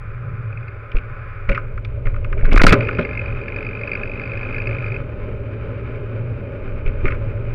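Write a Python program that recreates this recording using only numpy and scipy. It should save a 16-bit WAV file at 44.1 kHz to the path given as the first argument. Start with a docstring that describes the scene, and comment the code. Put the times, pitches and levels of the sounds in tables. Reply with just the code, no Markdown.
"""On concrete stairs and a cracked path, a mountain bike with a camera on its frame brakes down, lands hard and coasts.
Each edge jolts the bike: it sways, thuds through the frame and makes loose parts knock and rattle.
The freewheel ticks in step with the wheel on the long coast, with a few faint single ticks early on.
Wheel speed drives the tyre rumble and the crackle of grit; rough ground shakes the bike, the camera mount hums,
and the brake hisses at the top of the stairs. The landing overloads the microphone."""
import sys
import numpy as np
from scipy import signal
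from scipy.fft import rfft, irfft, next_fast_len
from scipy.io import wavfile
from scipy.ndimage import uniform_filter1d

SR = 44100
rng = np.random.default_rng(int(sys.argv[2]) if len(sys.argv) > 2 else 0)


def wav_record(signal):
    """Record a signal, one row per channel, as 16-bit PCM in the file named by sys.argv[1]."""
    frames = np.transpose(np.atleast_2d(signal))
    bounded = np.clip(frames, -1, 1)
    # unit amplitude maps onto the largest positive 16-bit level
    quanta = np.round(bounded * 32767).astype(np.int16)
    wavfile.write(sys.argv[1], SR, quanta)


N = 332514
T = np.arange(N) / SR  # time of every sample, in s


def amp(db):
    """Decibels to gain."""
    return 10 ** (np.asarray(db) / 20)


def unit(x):
    """Scale to rms 1."""
    return x / np.sqrt(np.mean(x ** 2))


def curve(rows):
    """A table of (t/s, value), joined by straight lines in time."""
    return np.interp(T, *np.transpose(rows))


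def add(out, start_s, x):
    """Mix x into out from a start time, cutting off what runs past the end."""
    i = max(int(start_s * SR), 0)
    out[i:i + len(x)] += x[:max(N - i, 0)]


def colour(x, points):
    """Filter through (f/Hz, level/dB) points; minimum phase, so nothing sounds before its cause."""
    size = next_fast_len(len(x) + 2048)
    size += size % 2
    hz, db = np.transpose(points)
    f = np.maximum(np.arange(size // 2 + 1) * SR / size, 1)
    gain_db = np.interp(np.log(f), np.log(hz), db)
    # folding the cepstrum onto positive times gives the minimum phase
    cepstrum = irfft(np.log(amp(gain_db)))
    cepstrum[1:size // 2] *= 2
    cepstrum[size // 2 + 1:] = 0
    response = np.exp(rfft(cepstrum))
    return irfft(rfft(x, size) * response)[:len(x)]


def band(x, hz, width):
    """One resonance, gain 1 at its centre."""
    return signal.lfilter(*signal.iirpeak(hz, hz / width, fs=SR), x)


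def ring(x, modes, leak=0.16):
    """A body of several resonances; a little of the blow passes straight through."""
    out = leak * x
    for k, (hz, width, db) in enumerate(modes):
        sign = (-1) ** k  # neighbouring resonances move in opposite directions
        out = out + sign * amp(db) * band(x, hz, width)
    return out


def walk(rate):
    """Smooth random wandering with a spread near 1, drawing new values at the given rate per second."""
    size = int(SR / rate)
    steps = np.repeat(rng.standard_normal(N // size + 1), size)
    return unit(uniform_filter1d(steps, size)[:N])


# jolts from steps, the landing and cracks:
# (t/s, sway level/dB, sway f/Hz, thud peak level/dB, f/Hz of the frame resonance hit hardest)
JOLTS = [(.945, -6, 24.3, -23.5, 368), (1.487, -7, 29, -15.5, 557), (1.503, -15.5, 140, -18.5, 110),
         (2.051, -9.5, 20, -26.5, 543), (2.309, -15, 24, -30, 390), (2.366, -11.5, 23, -23, 386),
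         (2.43, -1.5, 24, -17, 280), (2.476, -6, 18, -21, 277), (2.521, 2.5, 19, -4, 275),
         (2.56, 3, 27, -11, 281.4), (2.611, 4.5, 14.8, 0.5, 291), (2.636, -9.5, 120, 2.5, 292),
         (2.665, -1, 20, -5, 296), (2.722, 10.5, 138, -0.5, 293), (2.804, -23, 59, -22, 265),
         (2.985, -15, 130, -10, 567), (2.998, -16, 130, -17, 172), (6.856, -8.5, 23.4, -24.5, 397),
         (7.04, -9.5, 17.6, -13.5, 380)]
# resonances of the frame: (f/Hz, width/Hz, level/dB)
FRAME_MODES = [(164.9, 39, -7.5), (255, 23.6, 1.5), (287, 26, -2), (407.4, 67.4, 6.5), (494.5, 66, 4),
               (552.4, 30.6, 10), (614, 47.4, 2), (845, 57, -7.5)]
# tone colour of thuds and tyre rumble: (f/Hz, level/dB)
TYRE_COLOUR = [(60, -31.5), (130, 4.5), (200, 1.5), (590, -8), (690, -7), (950, -9.5), (1300, -41),
               (3000, -83), (7000, -110)]


def jolts(thud_s=0.0095, contact_s=.001, mount_db=3, mode_db=8):
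    """Each edge bounces the bike once on its tyres and thuds through frame and mount."""
    out, t = np.zeros(N), T[:SR // 4]
    contact = 1 - np.exp(-t / contact_s)
    for start_s, sway_db, sway_hz, thud_db, mode_hz in JOLTS:
        # the fourth power stops the sway after about one swing
        sway = contact * np.sin(2 * np.pi * sway_hz * t) * np.exp(-(sway_hz * t) ** 4)
        blow = rng.standard_normal(len(t)) * contact * np.exp(-t / thud_s)
        frame = ring(blow, FRAME_MODES, leak=0.33)
        hardest_hit = amp(mode_db) * band(frame, mode_hz, 34)
        mount = amp(mount_db) * band(blow, 105, 38)
        thud = colour(frame + hardest_hit + mount, TYRE_COLOUR)
        add(out, start_s, amp(sway_db) * sway + amp(thud_db) * thud / abs(thud).max())
    return out


# resonances of the camera case: (f/Hz, width/Hz, level/dB)
CASE_MODES = [(1023.3, 29, 7.5), (1262, 135, 9), (1462.4, 70, 9.5), (1597, 180, 3.5), (2193, 180, -0.5),
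              (2421, 150, 3.5), (3570, 120, -15), (4574, 130, -26)]
# tone colour of loose parts: (f/Hz, level/dB)
RATTLE_COLOUR = [(250, -23), (900, -3.5), (1200, 2.5), (2600, 5.5), (2900, -4.5), (3600, -14.5),
                 (5500, -20.5), (6800, -41.5), (12000, -62.5)]


def knock(hz, decay_s, contact_s=0.00041, width_hz=1300, direct_db=-9, tail_db=-22, tail_s=0.013):
    """A loose part slaps and chatters in its own pitch region and rings the case; peak 1."""
    t = T[:SR // 8]
    onset = 1 - np.exp(-t / contact_s)
    fade = np.exp(-t / decay_s) + amp(tail_db) * np.exp(-t / tail_s)
    chatter = rng.standard_normal(len(t)) * onset * fade
    blow = band(chatter, hz, width_hz)
    sound = colour(ring(blow, CASE_MODES) + amp(direct_db) * blow, RATTLE_COLOUR)
    return sound / abs(sound).max()


# single knocks of cables, chain and fork: (t/s, peak level/dB, centre f/Hz, decay/s)
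KNOCKS = [(0.917, -28, 3470, .0019), (.967, -19.5, 3000, .0013), (0.983, -27, 2800, .004),
          (1.489, -14.5, 1870, 0.0025), (1.55, -18.5, 2500, 0.0063), (1.575, -9.5, 1400, 0.00068),
          (1.775, -23, 1100, 0.0036), (1.848, -25.5, 4030, 0.0023), (2.068, -18.5, 1890, 0.001),
          (2.142, -25, 1500, .0025), (2.161, -25, 1790, 0.0018), (2.245, -21.5, 2300, 0.0018),
          (2.326, -17.5, 1700, .0018), (2.448, -17, 1600, 0.0098), (2.514, -14.5, 2520, .008),
          (2.526, -5, 2400, .006), (2.556, -6, 2050, 0.0075), (2.594, -10.5, 1990, 0.0054),
          (2.602, -6.5, 1492, 0.0045), (2.615, 1, 2210, .008), (2.634, 0, 1605, 0.0052),
          (2.662, 6, 1700, 0.0043), (2.721, 4.5, 1736, 0.0094), (2.806, -15.5, 2500, .003),
          (2.887, -11.5, 1710, 0.0023), (2.984, -11.5, 1480, 0.0058), (7.053, -12.5, 2070, 0.0055),
          (7.079, -13.5, 2100, 0.0024), (7.104, -20.5, 2350, .005), (7.12, -19, 2250, .0038)]


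def knocks():
    """Cables, chain and fork each strike a single hard knock."""
    out = np.zeros(N)
    for start_s, db, hz, decay_s in KNOCKS:
        add(out, start_s, amp(db) * knock(hz, decay_s))
    return out


# bursts of rattling after the jolts, at most 12 slaps each:
# (start t/s, longest length/s, peak level/dB at the start before random scatter, centre f/Hz)
RATTLES = [(0.952, .02, -33, 3200), (1.497, .07, -15, 2400), (2.055, 0.031, -24, 2080),
           (2.375, 0.36, -27.5, 2000), (2.578, 0.027, -3, 1900), (2.675, 0.068, -3, 2300),
           (2.818, 0.036, -26, 2670), (2.994, 0.035, -21.5, 3600), (6.86, 0.039, -25.5, 2600),
           (7.065, 0.081, -21, 1600)]
SLAP_GAP_S, SLAP_DECAY_S = 0.016, .005
RATTLE_FADE_DB = 8.5  # over the full longest length


def rattles(jitter_s=.002, scatter_db=2.2, count=12):
    """Chain and cables slap again and again at uneven gaps, fading through each burst."""
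    out = np.zeros(N)
    for start_s, longest_s, first_db, hz in RATTLES:
        for k, (late, strong) in enumerate(rng.standard_normal((count, 2))):
            age = k * SLAP_GAP_S
            if age < longest_s:
                db = first_db - RATTLE_FADE_DB * age / longest_s + scatter_db * strong
                slap = knock(hz, SLAP_DECAY_S)
                add(out, start_s + age + jitter_s * late, amp(db) * slap)
    return out


# resonances of the hub as the case passes them on: (f/Hz, width/Hz, level/dB)
HUB_MODES = [(1720, 72, -9.5), (2100, 55, -1.5), (2475, 146, 4.5), (4320, 180, -21.5), (4650, 110, -15),
             (5400, 88, -18)]
# tone colour of the way from hub to camera: (f/Hz, level/dB)
HUB_PATH = [(600, -28), (1500, 5.5), (2560, 6.5), (2850, -13), (3500, -24.5), (4700, -8.5), (5400, -24),
            (6200, -33.5), (12000, -72.5)]


def tick(slip_s=0.0018):
    """A pawl (the freewheel's small catch) slips off one tooth and sets the hub ringing."""
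    t = T[:SR // 25]
    age = t / slip_s
    slip = rng.standard_normal(len(t)) * age * np.exp(-age ** 2 / 2)
    tone = colour(ring(slip, HUB_MODES, leak=0.043), HUB_PATH)
    # rms 1 over the loudest 5 ms
    return tone / np.sqrt(uniform_filter1d(tone ** 2, size=220).max())


# speed of the wheel: (t/s, turns per s)
WHEEL = [(0, 1), (1.4, 1), (2.0, 1.6), (2.8, 2.755), (3.05, 2.8), (3.3, 2.47), (3.6, 2.655), (3.9, 2.755),
         (4.15, 2.757), (4.4, 2.873), (4.7, 3.067), (5.0, 2.6)]
CRUISE_TURNS_PER_S = 2.7


def speed_db():
    """Wheel speed in dB relative to cruising."""
    return 20 * np.log10(curve(WHEEL) / CRUISE_TURNS_PER_S)


# the long coast: (start t/s, end t/s)
COAST = (2.788, 4.98)


def in_long_coast():
    """True during the long coast, when the fast run of ticks sounds."""
    return (T > COAST[0]) & (T < COAST[1])


# single pawl ticks, a few faint slow ones early, then the loudest of the coasting run:
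# (t/s, rms level/dB of the loudest 5 ms)
SINGLE_TICKS = [(0.526, -37), (.572, -33), (0.627, -39), (.68, -36), (2.806, -20.5), (2.884, -23),
                (3.172, -22), (3.192, -22), (3.48, -25.5), (3.561, -23.5), (3.664, -24.5), (3.833, -23.5),
                (3.873, -24.5), (3.914, -19), (3.932, -22.5), (3.951, -21), (4.032, -22), (4.235, -27),
                (4.316, -26), (4.429, -25.5), (4.543, -23.5), (4.67, -21.5), (4.918, -26)]
TEETH = 18


def freewheel(tick_db=-30, swell_db=1.5, speed_power=2.0, scatter_db=2.2):
    """One tick per tooth on the long coast: louder with speed, swelling once a turn as the hub runs off centre."""
    out, speed = np.zeros(N), speed_db()
    teeth_passed = TEETH * np.cumsum(curve(WHEEL) * in_long_coast()) / SR
    tick_samples = np.searchsorted(teeth_passed, np.arange(1, teeth_passed[-1]))
    for tooth, i in enumerate(tick_samples, start=1):
        swell = swell_db * np.cos(2 * np.pi * tooth / TEETH)
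        db = tick_db + speed_power * speed[i] + swell + scatter_db * rng.standard_normal()
        # a single tick takes the place of any ordinary tick within 10 ms
        if all(abs(T[i] - single_s) > .01 for single_s, _ in SINGLE_TICKS):
            add(out, T[i], amp(db) * tick())
    for single_s, db in SINGLE_TICKS:
        add(out, single_s, amp(db) * tick())
    return out


def shudder(decay_s, rise_s=0.0013):
    """Strength of the trembling that the thuds leave in the bike."""
    power, t = np.zeros(N), T[:SR]
    envelope = (1 - np.exp(-t / rise_s)) ** 2 * np.exp(-t / decay_s)
    for start_s, _, _, thud_db, _ in JOLTS:
        add(power, start_s, (amp(thud_db) * envelope) ** 2)
    return np.sqrt(power)


def tyre_noise():
    """Steady noise of the tread, rung by the frame; rms 1."""
    return unit(colour(ring(rng.standard_normal(N), FRAME_MODES, leak=0.12), TYRE_COLOUR))


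def tread(tyre_db=-33.5, speed_power=1.13, jolt_db=-19, settle_s=0.11, uneven_db=1, thinning=0.97):
    """The tread rings the frame, louder with speed and after each thud."""
    tyre = tyre_noise()
    drive_db = speed_power * speed_db()
    # rolling gently, the tread hardly drives the low frame modes
    low_gain = amp(thinning * np.minimum(drive_db, 0))
    rolling = tyre + (low_gain - 1) * band(tyre, 240, 170)
    rolling_gain = amp(tyre_db + drive_db + uneven_db * walk(25))
    tremble = tyre_noise() * amp(jolt_db) * shudder(settle_s)
    return rolling * rolling_gain + tremble


# tone colour of the shaking: (f/Hz, level/dB)
SHAKE_COLOUR = [(10, -17.5), (22, 10.5), (32, -1.5), (44, -2.5), (68, -0.5), (82, -3.5), (100, -2),
                (150, -29), (300, -68), (900, -120)]
# roughness of top landing, stairs, smooth path and cracked slabs: (t/s, level/dB over the smooth path)
GROUND = [(0, 0), (.6, -4), (1.35, -1), (1.9, 8.5), (2.4, 9), (2.8, 2), (3.3, 6), (3.6, -0.5), (4.8, 1),
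          (5.25, 2.5), (6.2, -2), (6.7, 3), (7.1, 10.5), (7.54, 0.5)]
# hum of the camera mount between the jolts, before its random wavering: (t/s, level/dB)
MOUNT = [(0, -30), (.4, -32), (.58, -30.5), (.9, -37.5), (1.4, -35.5), (2.05, -28), (2.8, -24), (3.12, -30),
         (4.1, -30), (5.0, -30), (5.17, -37.5), (5.7, -28.5), (6.28, -28), (6.6, -34), (7.1, -26.5),
         (7.45, -24.5)]


def shaking(shake_db=-31, mount_hz=110, jolt_db=-19, settle_s=0.13, waver_db=2.8):
    """Rough concrete shakes the bike and hums in the camera mount, which rings on after each thud."""
    noise = rng.standard_normal((2, N))
    shake = unit(colour(noise[0], SHAKE_COLOUR)) * amp(shake_db + curve(GROUND))
    swing = band(band(noise[1], mount_hz, 14), mount_hz, 23)
    # friction in the clamp evens out the mount's swings
    hum = unit(swing / uniform_filter1d(swing ** 2, size=3000) ** (1 / 3))
    drive = amp(curve(MOUNT) + waver_db * walk(5))
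    return shake + hum * np.hypot(drive, amp(jolt_db) * shudder(settle_s))


def grains(grain_db=4, grains_per_s=14000):
    """Dense fine impacts of uneven strength ring the camera case."""
    hits = rng.random(N) < grains_per_s / SR
    clicks = rng.standard_normal(N) * hits * amp(grain_db * rng.standard_normal(N))
    return ring(clicks, CASE_MODES, leak=0.21)


# tone colour of grit: (f/Hz, level/dB)
GRIT_COLOUR = [(400, -38), (800, 5), (1050, -11.5), (2550, -4.5), (2800, -9), (3100, -9), (3350, -21),
               (3700, -17), (4200, -24), (4700, -22), (5400, -32.5), (6200, -39), (12000, -77.5)]


def friction(grit_db=-43, speed_power=1.4, whirr_db=-41, jolt_db=-24, settle_s=0.069, uneven_db=1.26):
    """Grit crackles under the tyre, more with speed and after each thud; on the long coast the hub adds its whirr."""
    coasting = uniform_filter1d(1. * in_long_coast(), size=6000)  # softened start and end
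    grit = amp(grit_db + speed_power * speed_db())
    whirr = amp(whirr_db) * coasting
    tremble = amp(jolt_db) * shudder(settle_s)
    drive = np.linalg.norm([grit, whirr, tremble], axis=0)  # the powers add
    return unit(colour(grains(), GRIT_COLOUR)) * drive * amp(uneven_db * walk(25))


# tone colour of the rubbing brake: (f/Hz, level/dB)
RUB_COLOUR = [(400, -26.5), (800, 1.5), (1050, -10), (1300, -5), (1800, -4.5), (2500, -6.5), (3050, -19),
              (3700, -22.5), (4200, -32), (4700, -22.5), (5600, -40.5), (12000, -79)]
# rub of the brake at the top of the stairs: (t/s, rms level/dB)
BRAKE = [(0, -43), (.9, -42), (1.3, -39), (1.65, -43), (2.0, -73)]


def brake():
    """The pads hiss as they hold the bike back on the first steps."""
    return unit(colour(grains(), RUB_COLOUR)) * amp(curve(BRAKE))


def scene():
    """Everything reaches the camera through the frame."""
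    impacts = jolts() + knocks() + rattles()
    rolling = freewheel() + tread() + shaking() + friction() + brake()
    return (impacts + rolling)[None]


def record(dry, ceiling=.69, hiss_db=-81, top_hz=15900):
    """The microphone clips on the hardest blows, hisses faintly and loses the top."""
    # remove what lies below hearing
    steady = signal.sosfilt(signal.butter(1, 2, "high", fs=SR, output="sos"), dry)
    drive = steady / ceiling
    clipped = ceiling * drive / (1 + drive ** 12) ** (1 / 12)
    hiss = amp(hiss_db) * rng.standard_normal(dry.shape)
    low_pass = signal.ellip(8, .2, 70, top_hz, fs=SR, output="sos")
    return signal.sosfilt(low_pass, clipped + hiss)


dry = scene()
out = record(dry)
wav_record(out)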